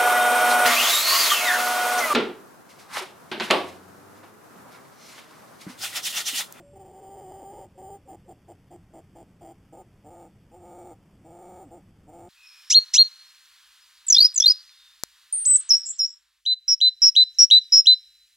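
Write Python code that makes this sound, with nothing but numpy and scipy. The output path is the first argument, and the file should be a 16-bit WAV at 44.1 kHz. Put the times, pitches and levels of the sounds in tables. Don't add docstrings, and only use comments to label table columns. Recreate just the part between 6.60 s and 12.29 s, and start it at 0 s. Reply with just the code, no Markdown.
import sys
import numpy as np
from scipy import signal
from scipy.io import wavfile
from scipy.ndimage import uniform_filter1d

SR = 44100
rng = np.random.default_rng(int(sys.argv[2]) if len(sys.argv) > 2 else 0)


def store_pcm(level_fs):
    pcm = np.round(np.clip(level_fs, -1, 1) * 32767).astype(np.int16)
    wavfile.write(sys.argv[1], SR, np.atleast_2d(pcm).T)


def how_loud(loudness_db):
    steps = np.asarray(loudness_db, float) / 20
    return 10 ** steps


N = 250929
USUAL_DB = -48.5


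def evened(x):
    return x / np.sqrt(np.mean(x ** 2) + 1e-20)


def steady(x, size):
    return x / np.sqrt(uniform_filter1d(x ** 2, size=size) + 1e-12)


def read(points, hz):
    f, value = np.transpose(points)
    return np.interp(np.log(hz + 1), np.log(f + 1), value)


def unroll(start, length):
    at = np.arange(round(start * SR), min(round((start + length) * SR), N))
    t = np.clip(at / SR - start, 0, length)
    return at, t, t / length


def colour(x, points, size=4096):
    hz = abs(np.fft.fftfreq(size, 1 / SR))
    log_gain = read(points, hz) * np.log(10) / 20
    response = np.exp(np.conj(signal.hilbert(log_gain)))
    taps = np.fft.ifft(response).real[:size // 2]
    return signal.oaconvolve(x, taps)[:len(x)]


def noise(points, patchy_db):
    a, b, patches = rng.standard_normal((N // 1024 + 5, 2049, 3)).T
    patches = uniform_filter1d(patches, size=20, axis=0)
    patches = evened(uniform_filter1d(patches, size=3, axis=1))
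    shape_db = read(points, np.fft.rfftfreq(4096, 1 / SR))[:, None]
    spectra = (a + 1j * b) * how_loud(shape_db + patchy_db * patches)
    return evened(signal.istft(spectra, nperseg=4096, noverlap=3072)[1][:N])


def shaped(rows, kind):
    edge_swing_db = -15
    calls = []
    for start, length, level_db, from_hz, to_hz in rows:
        _, t, along = unroll(start, length)
        left_s = length - t
        rise = np.clip(1 - t / kind["rise_s"], 0, 1)
        fall = np.clip(1 - left_s / kind["fall_s"], 0, 1)
        effort_db = level_db + kind["swell_db"] * (along - 1) + edge_swing_db * np.maximum(rise, fall)
        glide_hz = from_hz + (to_hz - from_hz) * along ** kind["bend"]
        sagging = kind["sag"] * np.exp(-left_s / kind["fall_s"])
        calls.append((start, length, effort_db, glide_hz * (1 - sagging), 0))
    return calls


def traced(curves):
    calls = []
    for s, *columns in map(np.transpose, curves):
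        start, length = s[0], s[-1] - s[0]
        now = unroll(start, length)[0] / SR
        calls.append((start, length, *(np.interp(now, s, c) for c in columns)))
    return calls


def phrase(start, length, effort_db, hz, slip_db, kind):
    at, t, along = unroll(start, length)
    extra_db = effort_db - USUAL_DB
    first_db = np.interp(along, (0, 1), kind["first_db"]) + kind["follows"] * extra_db - 0.65 * slip_db
    uneven_db = np.interp(along, (0, 1), kind["uneven_db"]) - 0.19 * extra_db + slip_db
    share = kind["share"] + 0.04 * slip_db
    beak_db = kind["beak_db"] + kind["shut_db"] * np.exp(-t / kind["open_s"])
    return at, (effort_db, hz, first_db, uneven_db, share, beak_db)


def hen(calls, kind, windpipe, jitter, breath, depth_db):
    # t/s, added roughness [1], change of effort/dB
    catches = [(.15, 0.67, -13), (0.188, 0.71, -11), (0.242, 0.75, -8), (0.278, 0.72, -1),
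               (0.325, 0.7, -10), (0.413, 1.13, -5.5), (0.494, 1.15, -3), (0.561, 0.68, -2.5),
               (0.614, 0.79, 0), (.72, 0.63, 3), (0.773, 0.41, -3.5), (.83, 0.95, 2.5), (0.934, 1.07, 2.5),
               (.99, 1.1, 2.5), (1.218, 0.93, -0.5), (1.298, 0.77, 0), (3.165, 0.64, -5), (3.5, .5, -1),
               (4.182, 0.85, -0.5), (4.241, .6, -5), (4.271, 0.56, 0.5), (4.695, 0.56, -5),
               (4.751, 0.36, 0.5), (4.9, 0.35, 0)]
    catch_s, dip_s, lag = 0.00654, 0.0067, 3.65
    out = np.zeros(N)
    wobble = evened(uniform_filter1d(rng.standard_normal(N), size=150))
    air = rng.standard_normal(N)
    chance = signal.lfilter([.9, -.45], 1, rng.standard_normal((len(calls), 500)))
    for row, luck in zip(calls, chance):
        at, (effort_db, hz, first_db, uneven_db, share, beak_db) = phrase(*row, kind)
        now = at / SR
        depth = np.minimum(how_loud(uneven_db + depth_db), 1.6)
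        share = np.clip(share, 0, 1)
        catch = sum(added * np.exp(-((now - s) / catch_s) ** 2) for s, added, _ in catches)
        dip_db = sum(db * np.exp(-((now - s) / dip_s) ** 2) for s, _, db in catches)
        rough = depth * (1 - share) + catch

        turns = np.cumsum(hz * (1 + jitter * rough * wobble[at])) / SR
        cycle = np.round(turns).astype(int)
        pulse_size = 1 + depth * share * (-1.) ** cycle + rough * luck[cycle]
        pulses = pulse_size * evened(sum(np.cos(2 * np.pi * k * turns) for k in range(2, 13)))
        rung = colour(pulses + breath * rough * air[at], windpipe)

        above = signal.butter(6, 1030, "high", fs=SR, output="sos")
        upper = signal.sosfiltfilt(above, rung)
        lower = steady(rung - upper, size=450)
        rung = lower + how_loud(np.minimum(beak_db, -10)) * steady(upper, size=900)

        line = np.linspace(turns[0], turns[-1], len(turns))
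        smooth_turns = uniform_filter1d(turns - line, size=450) + line
        first = np.sqrt(2) * np.cos(2 * np.pi * smooth_turns - lag)
        first *= 1 + .25 * rough * uniform_filter1d(luck[cycle], size=200)

        call = how_loud(effort_db + dip_db) * rung + how_loud(first_db + 0.25 * dip_db) * first
        out[at] += (at >= 0) * call * signal.windows.tukey(len(at), 300 / len(at))
    return out


def opening_calls():
    # f/Hz, level/dB
    stretched = [(200, -19.5), (320, 1.5), (450, -1), (550, 2.5), (650, -10), (790, -7.5), (920, -11),
                 (1030, -34), (1170, -25), (1500, -36.5), (2100, -30.5), (2550, -50), (3080, -26.5),
                 (3600, -43)]
    # t/s, effort/dB, f/Hz, added unevenness/dB
    opening = [
        [(.13, -63.5, 398.3, -1), (.16, -51, 385.5, -1.5), (.22, -50, 380, -2.5), (.3, -52.5, 374.5, 1.5),
         (.45, -49, 391.7, 1), (.6, -46.5, 388.9, -1), (.65, -48.5, 375.8, -3.2), (.75, -47, 381, -5),
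         (.822, -47, 385.5, 2.5)],
        [(.818, -47, 403, 2), (.85, -46.5, 382.7, -1.5), (.945, -46, 420.4, 1.5), (1.02, -46, 407, 3),
         (1.048, -48, 381, 13), (1.072, -65, 332, -7)],
    ]
    # start t/s, length/s, effort/dB, start f/Hz, end f/Hz
    clear = [
        (-.06, 0.083, -51, 355, 365),
        (1.174, 0.1995, -44.5, 371.7, 408.8),
    ]
    straining = dict(first_db=(-51.5, -50.5), follows=0.28, uneven_db=(-11, -6.5), share=0.332,
                     beak_db=-18.5, shut_db=-3, open_s=0.3)
    ringing = dict(rise_s=.007, fall_s=.014, swell_db=3.5, bend=1.104, sag=0.089,
                   first_db=(-51, -49), follows=0.54, uneven_db=(-9.5, -13), share=0.42,
                   beak_db=-23, shut_db=1, open_s=.012)
    voice = hen(traced(opening), straining, stretched, jitter=0.14, breath=0.69, depth_db=2.5)
    voice += hen(shaped(clear, ringing), ringing, stretched, jitter=0.158, breath=0.57, depth_db=3.0)
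    return voice


def yard_rumble():
    # f/Hz, level/dB per Hz
    yard = [(12, -38), (20, -13), (65, -11.5), (98, -5.5), (141, -9.5), (196, -8), (218, -15.5), (249, -14),
            (265, -15), (392, -21.5), (957, -31), (1380, -34), (2090, -35.5), (2660, -36), (3600, -37.5),
            (4680, -31.5), (7920, -120)]
    return how_loud(-56) * noise(yard, patchy_db=1.0)


def input_hiss():
    # f/Hz, level/dB per Hz
    hiss = [(20, 4), (40, 15), (100, 9), (250, 4.5), (500, -8), (2000, -2), (3600, -2)]
    return how_loud(-73.5) * noise(hiss, patchy_db=-2.0)


def whistles():
    # start t/s, length/s, level/dB, start f/Hz, end f/Hz
    glides = [
        (.018, .16, -55.5, 567, 580),
        (0.138, 0.071, -61, 573, 575),
        (0.73, 0.095, -63.5, 582, 780),
        (1.15, 0.032, -56, 545, 530),
        (1.453, 0.035, -55, 520, 570),
        (1.652, 0.032, -59.5, 490, 570),
        (0.814, 0.054, -56.5, 321, 139),
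        (5.042, .064, -54, 332.5, 200),
        (5.167, 0.052, -58, 327, 215),
    ]
    out = np.zeros(N)
    for start, length, db, from_hz, to_hz in glides:
        at, t, along = unroll(start, length)
        hz = from_hz + (to_hz - from_hz) * along
        tone = np.sqrt(2) * np.sin(2 * np.pi * np.cumsum(hz) / SR)
        swell = np.clip(np.minimum(t / 0.012, (1 - along) / .25), 0, 1)
        out[at] += how_loud(db) * tone * swell
    return out


def short_clucks():
    # f/Hz, level/dB
    jerked = [(200, -38), (320, 11.5), (450, 6), (560, -3), (680, -1), (770, 6), (920, -11), (1030, -21.5),
              (1230, -18), (1500, -31.5), (2100, -23), (2600, -34), (3250, -21.5), (3900, -45)]
    # start t/s, length/s, effort/dB, start f/Hz, end f/Hz
    high = [
        (1.474, 0.088, -47, 384.6, 333),
        (1.678, 0.054, -47.5, 368, 338.3),
        (1.878, 0.054, -48, 353, 339.3),
    ]
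    # start t/s, length/s, effort/dB, start f/Hz, end f/Hz
    low = [
        (2.104, 0.064, -50.5, 324, 342),
        (2.331, 0.077, -50, 325, 328),
        (2.55, 0.0852, -51, 322.8, 340),
        (2.807, 0.12, -49.5, 337.3, 321.3),
    ]
    jerking = dict(rise_s=0.013, fall_s=0.008, swell_db=-1.5, bend=0.605, sag=0.016,
                   first_db=(-56, -50.5), follows=0.12, uneven_db=(-7.5, -6), share=0.256,
                   beak_db=-21.5, shut_db=-7, open_s=.02)
    snapping = dict(rise_s=0.0092, fall_s=0.0064, swell_db=-1.5, bend=0.94, sag=0.013,
                    first_db=(-53.5, -50.5), follows=0.15, uneven_db=(-10, -8.5), share=0.306,
                    beak_db=-18.5, shut_db=-3, open_s=0.042)
    voice = hen(shaped(high, jerking), jerking, jerked, jitter=0.118, breath=1.0, depth_db=8.0)
    voice += hen(shaped(low, snapping), snapping, jerked, jitter=0.121, breath=1.0, depth_db=7.5)
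    return voice


def hoarse_calls():
    # f/Hz, level/dB
    lowered = [(250, -9.5), (450, 6), (540, 7.5), (620, -4.5), (720, 4), (880, -2), (1030, -30),
               (1230, -13), (1500, -32), (2050, -35), (2270, -22.5), (2500, -57), (3300, -38.5),
               (4200, -24)]
    # t/s, effort/dB, f/Hz, added unevenness/dB
    earlier = [
        [(3.12, -70, 333, -6), (3.13, -48.5, 335.4, -6.5), (3.16, -47.5, 326, 4.5), (3.192, -48.5, 379, 2),
         (3.218, -49, 353, 2), (3.236, -73, 327, 2)],
        [(3.44, -57, 285, .1), (3.466, -50.5, 294, 1), (3.51, -50, 328.5, 0.87), (3.628, -50, 347.5, 0.6),
         (3.675, -55.5, 325, .1), (3.705, -76, 283, .1)],
        [(3.913, -60.5, 321.6, 5), (3.945, -49.5, 345.2, 2.5), (3.995, -58, 360.7, -8.5),
         (4.04, -50.5, 347.2, .5), (4.19, -47.5, 354.8, 0.5), (4.3, -49, 356.5, -2), (4.33, -47, 321, 3),
         (4.347, -79, 296.8, -12)],
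    ]
    # t/s, effort/dB, f/Hz, added unevenness/dB
    later = [
        [(4.645, -56.5, 325, -13), (4.665, -51.5, 325.3, -1.5), (4.82, -49.5, 356.5, -1), (4.97, -48, 364, 2),
         (5.01, -49.5, 385, 1), (5.035, -48, 349.3, 0.2), (5.055, -63.5, 291.3, 6.5), (5.104, -63, 232, 9)],
        [(5.102, -66.5, 287.5, 6), (5.114, -50.5, 325, -2.5), (5.14, -47, 351.7, -3), (5.18, -53.5, 336.5, -1),
         (5.214, -66, 239, 2)],
        [(5.466, -63, 319.6, 1), (5.496, -49.5, 302, 1), (5.516, -58, 313, -5.5), (5.534, -49.5, 338.3, .1),
         (5.6, -49.5, 338.3, -2), (5.676, -49.5, 346.6, 1), (5.69, -65, 370, -1)],
    ]
    rasping = dict(first_db=(-54, -50), follows=0.75, uneven_db=(-6, -7.5), share=.65,
                   beak_db=-13.5, shut_db=-10, open_s=0.076)
    return hen(traced(earlier + later), rasping, lowered, jitter=0.1306, breath=0.64, depth_db=10.0)


def sheds(x, t60):
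    t = np.arange(SR // 4) / SR
    signs = rng.choice([-1., 1.], len(t))
    hits = rng.random(len(t)) < 1500 / SR
    taps = signs * hits * (t > .006) * how_loud(-60 * t / t60)
    return signal.oaconvolve(x, taps / np.linalg.norm(taps))[:N]


def scene():
    voice = opening_calls() + short_clucks() + hoarse_calls() + whistles()
    shared = voice + how_loud(-13.5) * sheds(voice, t60=0.18) + yard_rumble()
    hiss = input_hiss()
    return np.array([shared + hiss, shared - hiss])


def slow_sampling(dry):
    slow_rate, hold = 8000, 4
    low_pass = signal.firwin(121, 3720, window=("kaiser", 3.5), fs=SR)
    smooth = signal.oaconvolve(dry, low_pass[None], "same")
    slow = signal.resample(smooth, round(N * slow_rate / SR), axis=1)
    slow = slow + how_loud(-92) * rng.standard_normal(slow.shape[1])
    held = np.repeat(slow, hold, axis=1)
    return signal.resample(held, N, axis=1)


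def thrift(x, from_hz, edge_hz, keep_db):
    hz, _, z = signal.stft(x, SR, nperseg=2048)
    power = abs(z) ** 2
    patch_db = 10 * np.log10(uniform_filter1d(power, size=9, axis=0) + 1e-20)
    loud_db = 10 * np.log10(power.sum(0) + 1e-12) + 56
    limit_db = keep_db + .3 * np.clip(loud_db, 0, 10) + ((hz - 13500) / 1000)[:, None]
    keep = (patch_db > limit_db) | (hz < from_hz)[:, None]
    keep = keep & (hz < edge_hz)[:, None]
    return signal.istft(z * keep, SR, nperseg=2048)[1][:N]


def top_cut(x):
    return signal.sosfilt(signal.butter(12, 15650, fs=SR, output="sos"), x)


def record(dry):
    left, right = slow_sampling(dry)
    mid = thrift((left + right) / 2, from_hz=11850, edge_hz=15330, keep_db=-112)
    side = thrift((left - right) / 2, from_hz=4300, edge_hz=6800, keep_db=-114)
    return top_cut(np.array([mid + side, mid - side]))


dry = scene()
out = record(dry)
store_pcm(out)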